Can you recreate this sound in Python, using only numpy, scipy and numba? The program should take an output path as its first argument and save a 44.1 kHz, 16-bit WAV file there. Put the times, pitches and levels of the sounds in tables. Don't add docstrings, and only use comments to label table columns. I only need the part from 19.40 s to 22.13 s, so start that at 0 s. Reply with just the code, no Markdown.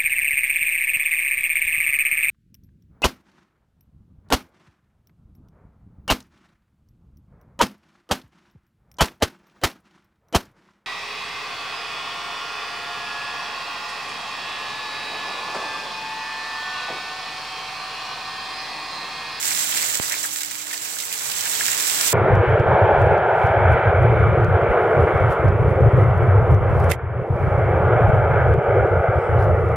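import sys
import numpy as np
from scipy import signal
from scipy.fft import rfft, irfft
from scipy.io import wavfile
from scipy.ndimage import uniform_filter1d
from numba import njit

SR = 44100
rng = np.random.default_rng(int(sys.argv[2]) if len(sys.argv) > 2 else 0)


def volts(x):
    e = np.asarray(x, float) / 20
    return 10 ** e


def transcribe(u):
    v = np.clip(np.atleast_2d(u).T, -1, 1)
    q = np.round(v * 32767).astype(np.int16)
    wavfile.write(sys.argv[1], SR, q)


N = 120393

# f/Hz, level/dB
RUMBLE_COLOUR = [(15, -63), (25, -21), (75, -0.5), (130, -1.5), (243, 2), (291, 1.5), (358, 1.5),
                 (700, -8.5), (910, -4), (1540, -120)]
# f/Hz, level/dB rms, rise/(dB/s), dip t/s, dip span/s, dip depth/dB
HUM_PARTIALS = [
    (298.4, -56, 1, 1.87, 0.29, -19),
    (447.4, -68.5, 5.5, 0.91, .3, -11),
    (595, -90.5, 11.5, 1.1, .4, -7),
]
# t/s, peak level/dB, f/Hz, spread/s
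PLINKS = [(0.031, -19, 2200, 0.0018), (0.105, -17, 2030, 0.014), (0.177, -27, 1920, 0.004),
          (0.208, -21, 1970.0, 0.0094), (0.321, -16, 3230, 0.0115), (0.361, -20, 2260, 0.018),
          (0.385, -20, 2770, 0.0013), (0.428, -19, 2070.0, 0.012), (0.546, -28, 2450.0, 0.01225),
          (0.708, -16.5, 1870, 0.01), (0.731, -17.0, 1985, 0.0024), (0.742, -19, 2370, 0.0012),
          (0.842, -31, 1850.0, 0.0015), (0.842, -18.0, 1710, 0.01362), (0.961, -19, 1680.0, 0.0026),
          (1.011, -25.5, 1710, 0.0175), (1.039, -25.0, 2270.0, 0.0027), (1.051, -28, 1820.0, 0.0018),
          (1.112, -24.0, 1820.0, 0.0024), (1.154, -21, 3000.0, 0.0025), (1.205, -28.5, 2340, 0.0037),
          (1.225, -30.0, 2290.0, 0.0044), (1.268, -29, 1980.0, 0.0055), (1.308, -23, 1940, 0.0106),
          (1.331, -19, 1830, 0.0053), (1.341, -20, 2580.0, 0.00834), (1.362, -24.5, 1710, 0.00346),
          (1.457, -24.5, 2530.0, 0.0069), (1.568, -26, 1570.0, 0.0061), (1.6, -35, 2820.0, 0.012),
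          (1.635, -27, 2030.0, 0.0048), (1.718, -22.5, 2430.0, 0.0031), (1.736, -26.0, 2780.0, 0.0024),
          (1.856, -24.5, 2460, 0.005), (1.917, -25, 3110.0, 0.0098), (2.023, -26.5, 2470.0, 0.0115),
          (2.056, -17, 1700.0, 0.011), (2.071, -24.0, 2800, 0.0085), (2.133, -20.5, 1700.0, 0.0047),
          (2.209, -11, 1640, 0.004), (2.256, -23, 2660.0, 0.00405), (2.284, -10.5, 1880, 0.00458),
          (2.441, -25, 2370.0, 0.0108), (2.504, -27, 1580.0, 0.011), (2.565, -25, 2020.0, 0.0091),
          (2.597, -19.5, 1710.0, 0.0085), (2.632, -19, 2320, 0.0034),
          (.37, -20, 2500, .014), (0.386, -21, 2720, 0.015), (.435, -17, 2340, 0.0096),
           (.555, -25, 1700, .015), (.62, -22, 1800, 0.032), (.712, -19.5, 2250, .012),
           (.72, -17, 1950, 0.019), (.738, -24.5, 1900, 0.026), (.762, -22, 720, 0.012),
           (.85, -21, 1720, 0.0035), (2.065, -25, 1750, 0.024), (2.195, -27, 2120, .01),
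           (2.215, -19, 850, 0.0055), (2.217, -18, 2300, .018), (2.29, -23, 1890, 0.019),
           (2.324, -21.5, 1850, 0.015), (2.606, -17, 1910, .022)]
# t/s, peak level/dB, spread/s
SPLASHES = [(0.028, 3.5, 0.00167), (0.054, 3.0, 0.004), (0.068, 1, 0.0019), (0.077, 2.5, 0.0105),
            (0.106, 2.5, 0.0058), (0.175, 2.5, 0.0026), (0.193, 2, 0.004), (0.341, 0, 0.00202),
            (0.373, 4.5, 0.0036), (0.417, 1, 0.0038), (0.429, 1, 0.0014), (0.545, 4.5, 0.01222),
            (0.626, 1.0, 0.0072), (0.698, 3, 0.00216), (0.721, 5.0, 0.0056), (0.74, -6, 0.0032),
            (0.833, -4, 0.0015), (0.83, 1.0, 0.017), (0.909, -4.5, 0.014), (0.961, 0, 0.0022),
            (0.986, -3.0, 0.0028), (1.007, 0.5, 0.01575), (1.033, 1.0, 0.00357), (1.048, -0.5, 0.0014),
            (1.061, -5.0, 0.0014), (1.111, -2.5, 0.0083), (1.16, -8, 0.0053), (1.268, -6, 0.0044),
            (1.33, -1.5, 0.019), (1.378, -3, 0.0014), (1.417, -8, 0.00557), (1.449, -7.5, 0.0049),
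            (1.535, -7, 0.0035), (1.587, -2, 0.0014), (1.601, -0.5, 0.013), (1.624, -3, 0.0054),
            (1.727, 3, 0.0031), (1.737, 0, 0.0094), (1.787, -8, 0.0112), (1.899, -0.5, 0.0039),
            (1.915, 1, 0.0074), (1.961, -3.5, 0.0084), (2.009, -1, 0.004), (2.055, 2.0, 0.0027),
            (2.078, 1.5, 0.0015), (2.087, -0.5, 0.0013), (2.115, -5, 0.0041), (2.152, 2, 0.0013),
            (2.191, 0.5, 0.017), (2.254, 5.0, 0.0057), (2.265, 7, 0.0017), (2.281, 5.5, 0.0023),
            (2.301, 3.5, 0.0034), (2.318, 4.0, 0.0015), (2.331, 1, 0.0014), (2.399, 5.0, 0.0113),
            (2.497, 5.5, 0.0074), (2.611, 8.5, 0.0029), (2.63, 1, 0.016), (2.663, -4, 0.005)]
# t/s, level/dB, extra low gurgle level/dB
FLOW = [(0, -29.5, -1.5), (.06, -26.5, -1), (.27, -26.5, -1.5), (.38, -25, -1.5), (.54, -27, -1),
        (.6, -28, 0.5), (.72, -29, -1.5), (.85, -30, 0), (.95, -33, -2.5), (1.1, -33.5, -1),
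        (1.25, -35, 0.5), (1.45, -33, 0), (1.7, -32.5, 0.5), (1.9, -29, 0), (2.15, -26.5, -0.5),
        (2.33, -25.5, 0.5), (2.55, -24, -1), (2.73, -23, 0.5)]
# f/Hz, level/dB
LEFT_COLOUR = [(150, -39), (500, -6.5), (900, -1.5), (1900, 0), (3000, -2.5), (5000, -14), (9500, -4),
               (16000, -5)]
# f/Hz, level/dB
RIGHT_COLOUR = [(150, -26), (500, -10), (1000, -2), (1900, -0.5), (2700, 1.5), (6000, 5.5), (9800, 0.5),
                (16000, 2.5)]
# f/Hz, width/Hz, level/dB
PORT_PEAKS = [
    (7930, 1750, 12),
    (7614, 1420, 8),
]

LEFT_LAG_S = .00043
KNOCK_S = .5985


def unit(x):
    return x / np.sqrt(np.mean(x ** 2))


def butter(x, order, hz, kind="low"):
    return signal.sosfilt(signal.butter(order, hz, kind, fs=SR, output="sos"), x)


def walk(rate_hz):
    hold = int(SR / rate_hz)
    levels = np.repeat(rng.standard_normal(N // hold + 1), hold)
    w = uniform_filter1d(levels, hold)[:N]
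    return w / w.std()


def gain_at(table, hz):
    table_hz, table_db = np.array(table).T
    return np.interp(np.log(hz + 1), np.log(table_hz), table_db)


def colour(x, db_of):
    cepstrum = irfft(db_of(np.fft.rfftfreq(2048, 1 / SR)) * np.log(10) / 20)
    cepstrum[1:1024] *= 2
    cepstrum[1025:] = 0
    return signal.fftconvolve(x, irfft(np.exp(rfft(cepstrum))))[:N]


@njit
def grains(at_s, lag_s, hz, cycles, size, glide, n, sr):
    lead_in = 64
    out = np.zeros((2, n + 4096))
    for g in range(len(at_s)):
        for c in range(2):
            place = at_s[g] * sr + (lag_s[g] * sr if c == 0 else 0.) + lead_in
            i = int(place)
            w = 2 * np.pi * hz[g] / sr
            step = np.exp(1j * w - w / cycles[g])
            rise = np.exp(1j * w * w * glide / cycles[g] / 6)
            z = size[c, g] * step ** (1 - place + i)
            for k in range(min(int(6 * cycles[g] / w) + 1, 3000)):
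                out[c, i + 1 + k] += z.imag
                z *= step
                step *= rise
    return out[:, lead_in:n + lead_in]


def drops(at_s, lo_hz, cycles, scatter_db, glide, size=1.):
    n = len(at_s)
    pitch, source, rank, sign = rng.random((n, 4)).T
    lag_g, cycles_g, pan_g = rng.standard_normal((n, 3)).T
    hz = lo_hz * (18000 / lo_hz) ** pitch
    lag_spread_s = np.where(source < .35, .00003, .0013)
    lag_s = np.clip(LEFT_LAG_S + lag_g * lag_spread_s, -.0014, .004)
    rarity = -np.log(rank + .007)
    big = size * volts(scatter_db * rarity) * hz / 1000 * np.sign(sign - .5)
    big = big * volts(np.outer([1, -1], 0.76 * pan_g))
    return grains(np.clip(at_s, 0, N / SR), lag_s, hz, cycles * volts(1.3 * cycles_g), big, glide, N, float(SR))


def rumble_db(hz):
    return np.where(hz < 1399, gain_at(RUMBLE_COLOUR, hz), -64)


def machine_hum(t):
    hum = 0
    for hz, db, rise_db, dip_s, span_s, dip_db in HUM_PARTIALS:
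        dip = dip_db * np.exp(-((t - dip_s) / span_s) ** 2)
        level = volts(db + rise_db * t + dip + 0.52 * walk(7.8))
        phase = 2 * np.pi * np.cumsum(hz * (1 + 0.000626 * walk(3.03))) / SR
        hum = hum + np.sqrt(2) * level * np.sin(phase)
    return hum


def breeze(t):
    level_db = np.interp(t, [0, 1.2, 1.8, 2.73], [-77, -79, -87, -51.5])
    return unit(butter(rng.standard_normal((2, N)), 2, 75)) * volts(level_db)


def town(t):
    mid = unit(colour(rng.standard_normal(N), rumble_db))
    side = unit(colour(rng.standard_normal(N), rumble_db))
    flow_s, flow_db, _ = np.array(FLOW).T
    swell = volts(0.13 * walk(4.6) + 1.02 * (np.interp(t, flow_s, flow_db) + 29.0))
    rumble = volts(-53.5) * swell * (mid + 0.15 * side * np.array([[1], [-1]]))
    drone = unit(butter(rng.standard_normal(N), 1, [118, 138], "band"))
    drone = volts(-58.5 + 1.3 * walk(5.0)) * swell ** 0.86 * drone
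    return rumble + machine_hum(t) + drone + breeze(t)


def knock(t):
    start_s, stretch, fade_s = .00013, 2.95, .003
    u = np.clip(t - KNOCK_S, 0, None)
    swing = -np.sin(np.pi * np.log(1 + u / start_s) / np.log(stretch))
    swing = swing * np.exp(-u / fade_s) * (u < .03)

    def ring(hz, ring_fade_s, db):
        envelope = u / ring_fade_s * np.exp(1 - u / ring_fade_s)
        return np.sin(2 * np.pi * hz * u) * envelope * volts(db)

    left = ring(2250, .0008, -19)
    right = volts(-9.5) * swing + ring(3100, .0013, -24)
    return np.array([left, right])


def plinks():
    bubbles = 12
    s, db, hz, spread_s = np.repeat(np.array(PLINKS), bubbles, axis=0).T
    g, late = rng.standard_normal((len(s), 3)).T, rng.random(len(s))
    lead = np.arange(len(s)) % bubbles == 0
    g, late = g * ~lead, late * ~lead
    pitch_hz = hz * (1 + 0.12 * g[0] * np.clip(spread_s / 0.012, .3, 1))
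    cycles = np.where(lead, 15, 9) * hz / 1800 * volts(3.0 * g[2])
    rest_size = volts(db - 13.5 + 2.2 * g[1]) * np.sqrt(spread_s / 0.0068)
    lead_size = volts(db - 5.5) * np.sqrt(np.minimum(0.0036 / spread_s, 1))
    size = np.where(lead, lead_size, rest_size) * np.ones((2, 1))
    at_s = s - .0005 + late * np.clip(spread_s - .001, .0005, 1)
    return grains(at_s, LEFT_LAG_S + .00005 * g[2], pitch_hz, cycles, size, 0.058, N, float(SR))


def splashes():
    s, db, spread_s = np.repeat(np.array(SPLASHES), 100, axis=0).T
    late = rng.random(len(s)) ** 1.2
    size = volts(db - 42) * (spread_s / 0.0039) ** .25
    burst = drops(s - .0005 + spread_s * late, 2430, 1.453, 1.1, 0.12, size)
    return butter(burst * volts(2), 2, 1900, "high")


def hiss():
    hz = np.fft.rfftfreq(N, 1 / SR)
    left, right = rfft(rng.standard_normal((2, N)))
    alike = 0.32 / (1 + (hz / 3500) ** 2)
    delayed = right * np.exp(-2j * np.pi * hz * LEFT_LAG_S)
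    spectra = np.array([np.sqrt(1 - alike ** 2) * left + alike * delayed, right])
    out = 0
    for octave in range(-1, 8):
        away = np.clip(np.log2(hz / 150 + 1e-9) - octave, -1, 1)
        band = irfft(spectra * np.cos(np.pi / 2 * away), N)
        out = out + band * volts(0.17 * walk(29) + 3.2 * walk(55))
    return out


def stream(t):
    tear_db = 0.2 * walk(44.97) + 0.32 * walk(110)
    crackle = drops(rng.random(22000) * N / SR, 350, 0.85, 3.3, 0.)
    fizz = drops(rng.random(12000) * N / SR, 340, 4.9, 2.6, 0.11)
    body = volts(-1.5) * unit(crackle) + volts(-3.5) * unit(fizz) + volts(-1.5) * unit(hiss())
    s, db, low_db = np.array(FLOW).T
    gurgle = butter(body, 2, 2500) * (volts(np.interp(t, s, low_db)) - 1)
    return (body + gurgle) * volts(np.interp(t, s, db) + tear_db - 5)


def port(x, tone, peak):
    peak_hz, width_hz, peak_db = peak
    return colour(x, lambda hz: gain_at(tone, hz) + peak_db / (1 + (2 * (hz - peak_hz) / width_hz) ** 2))


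def scene():
    t = np.arange(N) / SR
    left, right = plinks() + splashes() + stream(t)
    heard = np.array([port(left, LEFT_COLOUR, PORT_PEAKS[0]), port(right, RIGHT_COLOUR, PORT_PEAKS[1])])
    duck = volts(-5 * np.exp(-((t - KNOCK_S) / .013) ** 2))
    return town(t) + knock(t) + volts(5) * heard * duck


def band_limit(x):
    return signal.sosfilt(signal.butter(12, 17010, fs=SR, output="sos"), x)


def record(dry):
    soft = .9 * np.tanh(dry / .9)
    top_cut = signal.ellip(10, .2, 80, 15850, fs=SR, output="sos")
    mix = signal.sosfilt(top_cut, soft)
    return band_limit(mix)


dry = scene()
out = record(dry)
transcribe(out)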